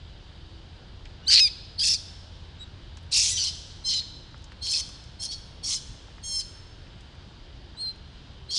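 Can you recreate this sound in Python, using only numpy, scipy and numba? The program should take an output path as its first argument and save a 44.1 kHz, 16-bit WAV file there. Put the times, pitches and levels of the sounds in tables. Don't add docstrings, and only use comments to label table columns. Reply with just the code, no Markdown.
import sys
import numpy as np
from scipy import signal
from scipy.fft import rfft, irfft, next_fast_len
from scipy.io import wavfile
from scipy.ndimage import uniform_filter1d
from numba import njit

SR = 44100
rng = np.random.default_rng(int(sys.argv[2]) if len(sys.argv) > 2 else 0)


def pcm_store(signal):
    levels = np.round(np.clip(np.atleast_2d(signal), -1, 1) * 32767)
    wavfile.write(sys.argv[1], SR, levels.astype(np.int16).T)


def amplitude_ratio(level_db):
    exponent = np.asarray(level_db, float) / 20
    return 10 ** exponent


N = 378378

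# start, peak and end in seconds, peak level in dB, swell up to the peak in dB.
BREATHS = [(1.208, 1.245, 1.32, -54, 7), (1.259, 1.339, 1.4915, -13.5, 11), (1.773, 1.897, 1.979, -20.5, 5),
           (2.58, 2.628, 2.65, -36.5, 20), (3.107, 3.175, 3.374, -19, 6), (3.339, 3.413, 3.52, -25.5, 4),
           (3.832, 3.888, 4.032, -24.5, 9.5), (4.604, 4.75, 4.845, -23.5, 12.5),
           (5.182, 5.245, 5.274, -30, 11), (5.269, 5.325, 5.375, -34, 6), (5.622, 5.737, 5.8, -26.5, 6),
           (6.219, 6.373, 6.435, -27, 13.5), (7.755, 7.812, 7.928, -32.5, 20),
           (8.479, 8.564, 8.7, -25.5, 13)]
# sag after the peak in dB, resonance at the start and at the end in Hz,
# brightness in dB, chest in dB.
MOUTHS = [(1.5, 4300, 4400, -7.5, 25), (5.5, 5300, 3950, -1.5, 7), (3.4, 4330, 5560, 5, -8),
          (-7, 3900, 3890, 10.5, 7), (12, 4570, 7870, 3.5, -3), (4, 6300, 4500, -3.5, -8),
          (4, 5250, 3600, -15, -1), (11.5, 4200, 5740, 3, -0.5), (-16, 5140, 5700, 5, -18.5),
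          (-0.5, 4300, 5900, -1, -12), (8, 5700, 5740, 5, -1.5), (3, 6750, 4800, 8, 0),
          (-2.3, 4150, 4700, 2.5, -8), (7, 4350, 5800, -5.5, -21)]
SWITCH_S = 0.009


def unit(x):
    return x / np.sqrt(np.mean(x ** 2))


def curve(table, hz):
    f, db = np.transpose(table)
    return np.interp(np.log(np.maximum(hz, 1)), np.log(f), db)


def colour(x, gain):
    size = next_fast_len(len(x))
    hz = np.arange(size // 2 + 1) * SR / size
    return irfft(rfft(x, size) * gain(hz), size)[:len(x)]


def slew(x, seconds):
    return uniform_filter1d(1. * x, size=max(int(seconds * SR), 1))


def walk(rate_hz):
    hold = max(int(SR / rate_hz), 1)
    steps = np.repeat(rng.standard_normal(N // hold + 1), hold)
    return unit(uniform_filter1d(uniform_filter1d(steps, hold), hold)[:N])


@njit
def moving_resonance(x, hz, width_hz):
    y, band, low = np.empty(len(x)), 0., 0.
    for i in range(len(x)):
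        g, k = np.tan(np.pi * hz[i] / SR), width_hz / hz[i]
        v = (band + g * (x[i] - low)) / (1 + g * (g + k))
        band = 2 * v - band
        low += 2 * g * v
        y[i] = k * v
    return y


def infant():
    # frequency in Hz, gain in dB.
    throat = [(700, -36), (1100, -25.5), (1600, -20), (2000, -5.5), (2500, -3), (3100, -5), (5000, -0.5),
              (6500, -7.5), (8200, -11), (9200, -12.5), (10200, -18.5), (11000, -26.5)]
    t = np.arange(N) / SR
    start, _, end, peak_db, _ = np.transpose(BREATHS)
    i = np.clip(np.searchsorted(start, t) - 1, 0, None)
    _, from_hz, to_hz, bright_db, chest_db = np.array(MOUTHS)[i].T
    progress = np.clip((t - start[i]) / (end - start)[i], 0, 1)
    mouth_hz = from_hz + (to_hz - from_hz) * progress
    push = effort(t)
    below_peak_db = (20 * np.log10(push + 1e-6) - peak_db[i]).clip(-25, 0)
    bright_db = bright_db + 0.13 * below_peak_db

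    raw = colour(folds(t), lambda f: amplitude_ratio(curve(throat, f)))
    mouth = moving_resonance(raw, slew(mouth_hz, SWITCH_S), 1500.0)
    high = colour(raw, lambda f: 1 / (1 + (6800 / (f + 1)) ** 8))
    chest = colour(raw, lambda f: 1 / (1 + (f / 2700) ** 8) / (1 + (1350 / (f + 1)) ** 8))
    voice = raw + amplitude_ratio(8.5) * mouth
    voice += (amplitude_ratio(slew(bright_db, SWITCH_S)) - 1) * high
    voice += (amplitude_ratio(slew(chest_db, SWITCH_S)) - 1) * chest
    voice /= np.sqrt(uniform_filter1d(voice ** 2, size=280))
    return voice * push


def effort(t):
    attack_s, release_s, release_power = 0.022, 0.037, 1.18
    out = 0
    for (start, peak, end, db, swell_db), (sag_db, *_) in zip(BREATHS, MOUTHS):
        opening = np.clip((t - start) / attack_s, 0, 1) ** 2
        closing = np.clip((end - t) / release_s, 0, 1) ** release_power
        level_db = np.interp(t, (start, peak, end), (db - swell_db, db, db - sag_db))
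        out = np.maximum(out, opening * closing * amplitude_ratio(level_db))
    return out


def folds(t):
    overtone_db, under_db = -22.0, -18.0
    hz, n, depth, chaos = states(t)
    hz = hz * (1 + .025 * chaos ** 2 * walk(300) + .004 * walk(60))
    jitter = .85 * np.sqrt(chaos) * walk(2500)
    phase = (2 * np.pi * np.cumsum(hz) / SR + jitter) / n
    out = .6 * (.025 + chaos) * rng.standard_normal(N) * (1 + np.cos(phase))
    torn = np.clip(1.25 * chaos - .12, 0, 1)
    second_half = sum((t > (b[0] + b[2]) / 2) & (t < b[2]) for b in BREATHS)
    faint_db = -14 * slew(second_half, .04)
    for k in range(1, 14):
        pure_db = overtone_db * np.maximum(k / n - 2, 0) + faint_db * (k > n)
        share = np.where(k % n == 0, amplitude_ratio((1 - depth) * pure_db), depth)
        share = share * (k * hz / n < 12000)
        weakened = np.where(hz < 4700, abs(k * hz / n - 2000) < 520, k == 1)
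        share *= amplitude_ratio(under_db * ((n > 3) + .5 * (n == 2)) * weakened)
        size = np.sqrt(1 - torn) + np.sqrt(torn) * walk(680)
        line = np.cos(k * phase + k * k * (k % n))
        out += share * size * amplitude_ratio(2.5 * walk(60)) * line
    return out


def states(t):
    # start in seconds, pitch from and to in Hz.
    whistles = [(1.224, 2854, 2947), (1.262, 3492, 4397), (1.484, 4402, 3585), (1.774, 4175, 4546),
                (1.957, 4638, 4008), (2.581, 3580, 3860), (2.605, 3880, 3925), (2.638, 3900, 3600),
                (3.836, 4150, 4114), (4.003, 4203, 4280), (4.6, 4075, 4255), (4.812, 4480, 4390),
                (5.188, 4350, 4270), (5.279, 4300, 4470), (5.347, 4420, 4350), (5.79, 4413, 4300),
                (6.218, 4240, 4400), (6.42, 4320, 4340), (7.758, 3750, 4300), (7.809, 4254, 4170),
                (7.86, 4135, 4120), (7.893, 4173, 4015), (8.477, 3890, 4260)]
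    # start in seconds, pitch from and to in Hz, cycles per beat, depth 0-1.
    locked = [(1.281, 4572, 4690, 3, 0.8), (1.401, 5094, 5065, 4, 0.35), (1.435, 5040, 4740, 4, 0.32),
              (3.847, 4050, 4210, 4, 0.33), (3.864, 4190, 4175, 4, 0.74), (5.197, 4265, 4330, 4, 0.54),
              (6.236, 4280, 4300, 4, 0.85), (6.262, 4327, 4226, 4, 0.83), (6.378, 4267, 4136, 4, 0.72),
              (8.517, 4300, 4587, 4, 1)]
    # start in seconds, pitch from and to in Hz, cycles per beat, depth 0-1.
    hoarse = [(1.812, 4810, 4976, 3, 1), (3.311, 3995, 3880, 2, .95), (3.372, 3860, 3100, 2, 0.55),
              (3.94, 4134, 4006, 4, 0.47), (4.622, 4285, 4343, 4, 0.5), (5.256, 4264, 4190, 4, 0.4),
              (5.634, 4464, 4387, 4, 0.75), (5.758, 4148, 4030, 4, 0.6), (8.505, 4326, 4294, 4, .8)]
    # start in seconds, pitch in Hz, cycles per beat, depth 0-1, chaos 0-1.
    torn = [(1.302, 4580, 3, 0.52, 1.1), (1.344, 4150, 3, 0.25, 0.6), (1.357, 4336, 3, 0.2, 0.98),
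            (1.474, 4710, 4, 0.66, 0.77), (1.79, 4855, 3, 0.3, 0.44), (1.833, 5330, 6, 1, 0.61),
            (1.89, 5443, 6, 0.29, 0.61), (1.94, 4896, 4, 0.6, 0.36), (3.108, 4150, 3, .4, .75),
            (3.135, 4600, 5, 1, 0.99), (3.39, 4494, 3, .8, .42), (3.44, 4256, 4, 0.89, .6),
            (3.889, 4234, 4, 0.9, 0.47), (3.984, 4083, 4, 0.51, 0.41), (4.645, 4360, 4, 1, .45),
            (4.735, 4318, 5, 0.7, 0.57), (4.775, 4246, 4, 0.99, .55), (5.223, 4370, 4, 0.98, 0.59),
            (5.31, 4473, 4, 0.57, 0.53), (5.657, 4510, 4, .97, .7), (5.705, 4320, 4, 0.96, .72),
            (6.403, 4073, 4, 1, .4), (8.53, 4530, 4, .97, .7)]
    whistle_depth, whistle_chaos, locked_chaos, hoarse_chaos = .03, .015, 0.013, .2
    torn_sag_hz_per_s = 2500

    rows = [(s, a, b, 1, whistle_depth, whistle_chaos) for s, a, b in whistles]
    rows += [(*row, locked_chaos) for row in locked]
    rows += [(*row, hoarse_chaos) for row in hoarse]
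    rows += [(s, a, 0, n, d, c) for s, a, n, d, c in torn]
    start, from_hz, to_hz, cycles, depth, chaos = np.transpose(sorted(rows))
    stops = np.sort(np.concatenate([start, np.transpose(BREATHS)[2]]))
    length = stops[np.searchsorted(stops, start, side="right")] - start
    rise = np.where(to_hz > 0, to_hz - from_hz, -torn_sag_hz_per_s * length)
    i = np.clip(np.searchsorted(start, t) - 1, 0, None)
    hz = from_hz[i] + rise[i] * np.clip((t - start[i]) / length[i], 0, 1)
    depth = np.clip(slew(depth[i], SWITCH_S), 0, 1)
    chaos = np.clip(slew(chaos[i], SWITCH_S), 0, 1)
    return hz, np.round(cycles)[i], depth, chaos


def echoes(x):
    early_db, early_t60 = -17, 0.56
    late_db, late_t60 = -22, 1.22
    t = np.arange(SR * 3 // 2) / SR
    early = unit(rng.standard_normal(len(t)) * amplitude_ratio(-60 * t / early_t60) * (t > .004))

    def wall(f):
        warm = (amplitude_ratio(4) - 1 + 1) * np.exp(-np.log2((f + 1) / 3500) ** 2 / 0.031)
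        return (1 + warm) / (1 + (f / 8000) ** 2)

    late = colour(rng.standard_normal(len(t)), wall)
    late = unit(late * amplitude_ratio(-60 * t / late_t60) * np.minimum(t / 0.012, 1))
    response = (amplitude_ratio(early_db) * early + amplitude_ratio(late_db) * late) / np.sqrt(len(t))
    return signal.fftconvolve(x, response)[:N]


def small_sounds():
    # start in seconds, peak in dB, pitch in Hz, spread in octaves.
    ticks = [(1.054, -39, 5470, 0.46), (1.258, -52, 7000, 0.42), (2.9712, -34.5, 5470, 0.59),
             (3.0294, -50.5, 7740, 0.8), (4.3794, -46.5, 5460, 0.72), (4.4193, -50, 5350, 0.71),
             (4.4415, -37.5, 5700, 0.51), (4.89, -36.5, 5770, 0.6), (5.0394, -38.5, 5276, 0.64),
             (7.0078, -45, 5365, 0.68), (7.1494, -53, 5470, 0.62), (7.9595, -52, 6690, 0.53)]
    # start in seconds, peak in dB, pitch in Hz, spread in octaves.
    thuds = [(1.057, -32, 2490, 0.54), (2.974, -35, 1570, 1.1), (4.021, -38, 1654, 0.9),
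             (4.344, -34, 1017, 1.23), (4.52, -31.5, 1500, 1.5), (4.893, -38.5, 906, 0.84),
             (6.084, -40, 784.6, 0.99), (6.182, -37, 1544, 0.96), (6.869, -39, 1940, 0.93),
             (7.749, -43, 996, 0.81)]
    # start in seconds, length in seconds, pitch in Hz, level in dB.
    coos = [
        (0.336, 0.39, 332.6, -56.5),
        (0.35, 0.39, 4520, -68),
        (8.301, 0.31, 382, -60),
    ]
    lead = 128
    out, t = np.zeros(N), np.arange(1024) / SR
    decay = np.exp(-t / .0015) + .4 * np.exp(-t / 0.011)
    for start, db, hz, spread in [*ticks, *thuds]:
        burst = np.roll(rng.standard_normal(1024) * decay, lead)
        tick = colour(burst, lambda f: np.exp(-(np.log2((f + 1) / hz) / spread) ** 2))
        tick *= signal.windows.tukey(1024, .2)
        i = int(start * SR) - lead
        out[i:i + 1024] += tick / np.abs(tick).max() * amplitude_ratio(db - 3)
    t = np.arange(N) / SR
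    for start, length, hz, db in coos:
        swell = np.sin(np.pi * np.clip((t - start) / length, 0, 1))
        phase = 2 * np.pi * np.cumsum(hz * (1 + 0.008 * walk(16))) / SR
        out += amplitude_ratio(db) * swell * np.sin(phase)
    return out


def insects():
    # pitch in Hz, width in Hz, level in dB.
    choruses = [
        (3100, 410, -63.5),
        (3750, 590, -63),
        (4740, 440, -67),
        (940, 100, -74),
    ]
    out = 0
    for hz, width, db in choruses:
        hiss = colour(rng.standard_normal(N), lambda f: np.exp(-((f - hz) / width) ** 2))
        out = out + unit(hiss) * amplitude_ratio(db + .8 * walk(1.2))
    return out


def yard():
    # frequency in Hz, level in dB per Hz.
    spectrum = [(12, -44), (20, 2), (75, 0), (130, -6), (233, -16.5), (337, -17.5), (405, -20.5),
                (587, -22.5), (919, -24), (1200, -28), (1600, -25.5), (2030, -29.5), (4480, -29),
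                (9890, -54), (11000, -76.5), (14300, -101), (22000, -120)]
    out, swell = 0, walk(0.24)
    for hz in 22 * 2 ** np.arange(0, 9.1, .5):
        def band_gain(f):
            octaves = np.clip(np.log2((f + 1) / hz), -.5, .5)
            return amplitude_ratio(curve(spectrum, f)) * np.cos(np.pi * octaves)

        band = colour(rng.standard_normal(N), band_gain)
        out = out + band * amplitude_ratio(0.2 * swell + 0.37 * walk(1.422) + 0.89 * walk(15))
    return unit(out) * amplitude_ratio(-45)


def engine():
    # time in seconds, level in dB.
    idle = [(0, -50), (.9, -48.5), (1.6, -44), (2.2, -44), (2.9, -44.5), (3.599, -43), (4, -55), (5, -60.5),
            (8.58, -68)]
    s, db = np.transpose(idle)
    hz = 82 * (1 + 0.0289 * walk(1.5) + 0.0393 * walk(25))
    phase = 2 * np.pi * np.cumsum(hz) / SR
    hum = (np.sin(phase) + 0.19 * np.sin(2 * phase)) * amplitude_ratio(1.5 * walk(8.0))
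    return hum * amplitude_ratio(np.interp(np.arange(N) / SR, s, db) - 1.5)


def scene():
    # time in seconds, level in dB.
    turning = [(1.3, -5.5), (1.9, 0), (2.6, -4.5), (3.3, 7), (3.901, 2.5), (4.7, 3), (5.3, 5.5), (5.7, 3),
               (6.3, 4), (7.799, -9), (8.5, 15.5)]
    cry, small = infant(), small_sounds()
    to_walls = cry * amplitude_ratio(np.interp(np.arange(N) / SR, *np.transpose(turning)))
    near = cry + small + echoes(to_walls + small)
    return (near + insects() + yard() + engine())[None]


def roll_off(x):
    return signal.sosfilt(signal.butter(12, 11140, fs=SR, output="sos"), x)


def record(dry):
    bass_cut = signal.butter(2, 30, "high", fs=SR, output="sos")
    return roll_off(signal.sosfilt(bass_cut, dry))


dry = scene()
out = record(dry)
pcm_store(out)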